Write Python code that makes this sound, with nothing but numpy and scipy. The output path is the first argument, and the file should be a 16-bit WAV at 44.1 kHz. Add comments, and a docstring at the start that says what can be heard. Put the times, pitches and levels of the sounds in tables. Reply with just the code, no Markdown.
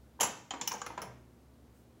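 """Espresso machine lever clack

A steel brew lever snaps over with a clack; small clicks and rattles follow as parts settle.
Every contact shakes the sheet-metal casing, and some ring the lever or a small steel pin.
The quiet room answers briefly over a low hum; late on, something brushes faintly."""
import sys
import numpy as np
from scipy import signal
from scipy.fft import rfft, irfft, next_fast_len
from scipy.io import wavfile
from scipy.ndimage import map_coordinates

SR = 44100
rng = np.random.default_rng(int(sys.argv[2]) if len(sys.argv) > 2 else 0)


def unload_audio(sound):
    """Save the sound as a 16-bit wav file, at the path given as the first command line argument."""
    columns = np.transpose(np.atleast_2d(sound))
    # keep every value between -1 and 1, then stretch to whole-number steps
    steps = np.round(np.clip(columns, -1, 1) * 32767)
    wavfile.write(sys.argv[1], SR, steps.astype(np.int16))


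N = 88200
SCENE_T, HIT_T = np.arange(N) / SR, np.arange(SR) / SR  # seconds into the scene, into one hit


def amp(db):
    return 10 ** (np.asarray(db) / 20)


def along(points, hz):
    """Read a curve of (hz, value) points on a log frequency axis."""
    point_hz, values = np.transpose(points)
    return np.interp(np.log(hz + 1), np.log(point_hz + 1), values)


def filtered(x, gain):
    """EQ x with a gain that depends on frequency."""
    size = next_fast_len(len(x) + 8192)
    return irfft(rfft(x, size) * gain(np.fft.rfftfreq(size, 1 / SR)), size)[:len(x)]


def wobble(knots_per_s):
    """A smooth random curve."""
    return map_coordinates(rng.standard_normal(256), [SCENE_T * knots_per_s], mode="wrap")


def hiss(spectrum):
    """Coloured noise of rms 1."""
    noise = filtered(rng.standard_normal(N), lambda f: amp(along(spectrum, f)))
    return noise / np.sqrt(np.mean(noise ** 2))


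def envelope(hz, t60, contact_s=0.000042, build_cycles=0.74):
    """A struck part builds over a cycle or so, then decays freely."""
    attack = 1 - np.exp(-HIT_T / (contact_s + build_cycles / hz))
    return attack * np.exp(-np.log(1000) * HIT_T / t60)


def ring(modes, scatter_db=0.3):
    """Decaying modes, a little different at each blow."""
    out = np.zeros(SR)
    for hz, db, t60 in modes:
        level = amp(db + scatter_db * rng.normal())
        out += level * np.sin(2 * np.pi * (hz * HIT_T + rng.random())) * envelope(hz, t60)
    return out


# Colour of the room tone: freq_hz, gain_db
ROOM_TONE_EQ = [(25, -32.5), (70, -8), (150, -13.5), (280, -12), (650, -22), (1200, -29), (2500, -36.5),
                (16000, -44)]
def room_tone(level_db=-62):
    """Steady, dark noise of a quiet room."""
    return amp(level_db) * hiss(ROOM_TONE_EQ)


# Level ride of the lowest hum tone: time_s, level_db
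DRONE_RIDE = [(0.16, -61.5), (0.4, -75), (0.95, -62.5), (1.19, -62), (1.3, -70), (1.65, -62), (2, -71)]
# Steady tones above it: pitch_hz, level_db
HUM_TONES = [(120, -70), (238, -69.5)]
def hum(drone_hz=66.1, drift_rad=0.25):
    """Three low tones drift in phase; the lowest swells and sinks."""
    drone_db = np.interp(SCENE_T, *np.transpose(DRONE_RIDE))
    return sum(np.sqrt(2) * amp(db) * np.sin(2 * np.pi * hz * SCENE_T + drift_rad * wobble(4.6))
               for hz, db in [(drone_hz, drone_db)] + HUM_TONES)


# Colour of the brush: freq_hz, gain_db
BRUSH_EQ = [(3000, -11), (8500, -2), (11000, -8), (15000, -1)]
def brush(peak_s=1.785, width_s=0.052, peak_db=-72.5):
    """Something brushes faintly: one soft swell of bright hiss."""
    return amp(peak_db) * np.exp(-((SCENE_T - peak_s) / width_s) ** 2) * hiss(BRUSH_EQ)


# Reverb decay: freq_hz, t60_s
ROOM_DECAY = [(100, 0.74), (700, 0.47), (2000, 0.54), (6000, 0.49), (13000, 0.3)]
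# Reverb colour: freq_hz, gain_db
ROOM_EQ = [(100, 1.5), (800, -4), (2000, -2), (6500, -6.5), (13000, -3.5)]
def room(x, build_s=0.0073):
    """Diffuse answer of the room; the treble dies first."""
    hz, t, noise = signal.stft(rng.standard_normal(SR), SR, nperseg=256)
    rate = np.log(1000) / along(ROOM_DECAY, hz)[:, None]
    gain = amp(along(ROOM_EQ, hz))[:, None] * np.sqrt(2 * rate / SR) * np.exp(-rate * t)
    tail = signal.istft(noise * gain, SR, nperseg=256)[1][:SR]
    fade_in = 1 - np.exp(-(HIT_T / build_s) ** 2)
    return signal.fftconvolve(x, tail * fade_in)[:SR]


RING_SEND_DB, NOTE_SEND_DB = -13, -5  # less reverb keeps ringing parts and notes even and short
def place(out, start_s, direct, send=None):
    """Mix in one hit, with the room's answer to its reverb send if it has one."""
    out[round(start_s * SR):][:SR] += direct if send is None else direct + room(send)


# Modes of the casing panels: pitch_hz, gain_db, t60_s
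PANEL_MODES = [(483, -17, .5), (705, -18, .3), (790, -13, .25), (941, -9, .22), (1021, -14, .25),
               (1583, -21, .3)]
def panels(db):
    """The sheet-metal panels ring on after a touch."""
    return amp(db) * ring(PANEL_MODES)


# Soft touches: start_s, gain_db
SOFT_TOUCHES = [(0.1915, -35.5), (0.599, -41), (1.068, -42)]
def nudges(out):
    """Touches so light that they only stir the panels."""
    for start_s, db in SOFT_TOUCHES:
        place(out, start_s, panels(db))


def casing_boom(out, start_s=1.075, pitch_hz=123.7, level_db=-46, t60_s=0.49):
    """The casing's lowest mode, set off as the last part settles."""
    place(out, start_s, ring([(pitch_hz, level_db, t60_s)]))


# Thud, panel, clank, clink and crack bands: centre_hz
BAND_CENTRES = [200, 1000, 3300, 6800, 12000]
# Colour of the shell, on top of the band levels: freq_hz, gain_db
SHELL_EQ = [(50, -35), (130, -5), (280, -4), (600, -2.5), (850, 3), (1300, -0.5), (2300, -2.5), (3050, -3),
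            (3900, -5.5), (5000, -6), (5800, -2), (7400, -0.5), (8400, -12), (10400, -5.5), (11700, -5),
            (16000, -10.5)]
def shell(t60, levels_db, width_hz=(300, 1400, 2500, 3000, 6500), stretch=(1.6, 1.1, .95, .95, .9)):
    """Crowded, quickly dying resonances of the machine: five noise bands, the lows lasting longest."""
    density_db = [(hz, db - 10 * np.log10(2 * width / SR))
                  for hz, db, width in zip(BAND_CENTRES, levels_db, width_hz)]
    noise = filtered(rng.standard_normal(SR), lambda f: amp(along(density_db, f) + along(SHELL_EQ, f)))
    out = np.zeros(SR)
    for hz, factor, share in zip(BAND_CENTRES, stretch, np.eye(len(BAND_CENTRES))):
        band = filtered(noise, lambda f: along(list(zip(BAND_CENTRES, share)), f))
        out += band * envelope(hz, t60 * factor)
    return out


# Knock, clank and clink notes: gain_db, t60_s
NOTE_SHAPES = [(1, 0.044), (0, 0.045), (2.5, 0.043)]
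def notes(note_hz, levels_db, spread=.05, side_db=-8.5):
    """The point of contact favours three short notes; each beats with a weaker mode on either side."""
    modes = [(hz, level + db, t60) for hz, level, (db, t60) in zip(note_hz, levels_db, NOTE_SHAPES)]
    sides = [(hz * (1 + way * spread * (.5 + rng.random())), db + side_db, t60)
             for hz, db, t60 in modes for way in (-1, 1)]
    return ring(modes + sides)


# The clack and the settling clicks: start_s, knock_hz, clank_hz, clink_hz,
# thud_db, panel_db, clank_db, clink_db, crack_db, notes_over_shell_db, base_t60_s
CONTACT_HITS = [ (0.2005, 786, 2850, 6900, -46, -43, -37, -45, -40, -1, .08),
                (0.2076, 760, 3170, 6410, -34, -29.5, -30.5, -28.5, -42, 1.5, .13),
                (0.230, 962, 2660, 7400, -40.5, -33, -38.5, -29.5, -43, 2.5, .12),
                (0.5073, 773, 3150, 6940, -47, -39.5, -39, -43, -67.5, 6.5, 0.089),
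                (0.5373, 1142, 2410, 7400, -40.5, -38.5, -49, -52.5, -71, 0.5, 0.11),
                (0.6128, 903, 3490, 7133, -39.5, -40, -37, -34, -58, -0.5, 0.072),
                (0.6755, 907, 2946, 5880, -41.5, -42, -35.5, -28.5, -47, 0.5, 0.054),
                (0.7123, 873, 2330, 5800, -48.5, -38, -48, -49, -72, 0, 0.073),
                (0.7174, 929, 2180, 5600, -54, -31.5, -40, -34.5, -57, -5.5, 0.039),
                (0.738, 901, 2150, 6250, -42, -39, -65, -44, -76, 3, 0.085),
                (0.8166, 1145, 1533, 6860, -49, -37, -42.5, -40.5, -60, 0.5, 0.044),
                (0.8637, 1260, 2070, 5900, -39.5, -38, -41, -47.5, -58, 1, 0.067),
                (0.9033, 907, 2020, 5900, -42, -38.5, -54, -76, -74, -2, 0.053),
                (0.9769, 1005, 1500, 7000, -45, -34, -46, -53, -64, -0.5, 0.087),
                (1.018, 1150, 2987, 5460, -41, -40.5, -48, -49.5, -54.5, -1, 0.12)]
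def contacts(out, panel_drive_db=-4):
    """Each contact knocks the shell, sounds its own notes and sets the panels ringing."""
    for start_s, *note_hz, thud, panel, clank, clink, crack, note_db, t60 in CONTACT_HITS:
        knock = shell(t60, (thud, panel, clank, clink, crack))
        note = amp(note_db) * notes(note_hz, (panel, clank, clink))
        casing = panels(panel + panel_drive_db)
        send = knock + amp(NOTE_SEND_DB) * note + amp(RING_SEND_DB) * casing
        place(out, start_s, knock + note + casing, send)


# Ring time of steel parts: freq_hz, t60_s
STEEL_DECAY = [(6000, 0.2), (10000, 0.17), (15000, 0.15)]
def steel(mode_hz, mode_db, chatter_db=3.5, chatter_per_s=95.2):
    """A loose steel part chatters as it rings, and its higher modes die sooner."""
    chatter = amp(chatter_db * wobble(chatter_per_s)[:SR])
    return chatter * ring([(hz, db, along(STEEL_DECAY, hz)) for hz, db in zip(mode_hz, mode_db)])


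# Modes of the pin: pitch_hz
PIN_PITCHES = [5340, 5696, 5880, 9685, 10665, 12325, 15572]
# Their balance: gain_db
PIN_GAINS = [-3, -9, -8, -25, -16, -6, -11]
# Strikes on the pin: start_s, gain_db, favoured_hz, boost_db
PIN_STRIKES = [(0.614, -58, 5330, 12.5), (0.6753, -36, 15572, 7), (0.718, -49, 9685, 21.5),
               (0.8635, -56.5, 10665, 16.5), (1.018, -49.5, 10665, 15.5)]
def pin(out, width_octaves=.06):
    """The small steel pin is caught at a new spot each time, which favours one of its modes."""
    for start_s, db, favoured_hz, boost_db in PIN_STRIKES:
        octaves_off = np.log2(np.array(PIN_PITCHES) / favoured_hz)
        favour = np.exp(-(octaves_off / width_octaves) ** 2)
        ping = amp(db) * steel(PIN_PITCHES, PIN_GAINS + boost_db * favour)
        place(out, start_s, ping, amp(RING_SEND_DB) * ping)


# Modes of the lever with its valve: pitch_hz
LEVER_PITCHES = [2595, 2934, 5840, 5922, 6112, 6799, 6977, 7160, 7277, 7326, 7485, 9690, 10125, 10627,
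                 12460, 13082, 15650]
# Their balance: gain_db
LEVER_GAINS = [-15, -9, -9, -9, -8.5, -6, -4, -9.5, -8.5, -10.5, -3.5, -16, -4, -7, -16, -7.5, -19]
# The snap and its rebounds: start_s, gain_db
LEVER_BLOWS = [(0.2082, -29), (0.2144, -40.5), (0.230, -34)]
def lever(out, panel_drive_db=3.5):
    """The lever snaps over and rebounds, ringing its steel and driving the panels hard."""
    for start_s, db in LEVER_BLOWS:
        clack = amp(db) * steel(LEVER_PITCHES, LEVER_GAINS) + panels(db + panel_drive_db)
        place(out, start_s, clack, amp(RING_SEND_DB) * clack)


def scene():
    """The machine in its room, in mono."""
    machine = np.zeros(N + SR)
    for source in (contacts, lever, pin, nudges, casing_boom):
        source(machine)
    return (machine[:N] + hum() + brush() + room_tone())[None]


def record(dry, top_hz=15850):
    """A steep low-pass takes off the very top."""
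    return np.array([filtered(x, lambda f: 1 / np.sqrt(1 + (f / top_hz) ** 160)) for x in dry])


dry = scene()
out = record(dry)
unload_audio(out)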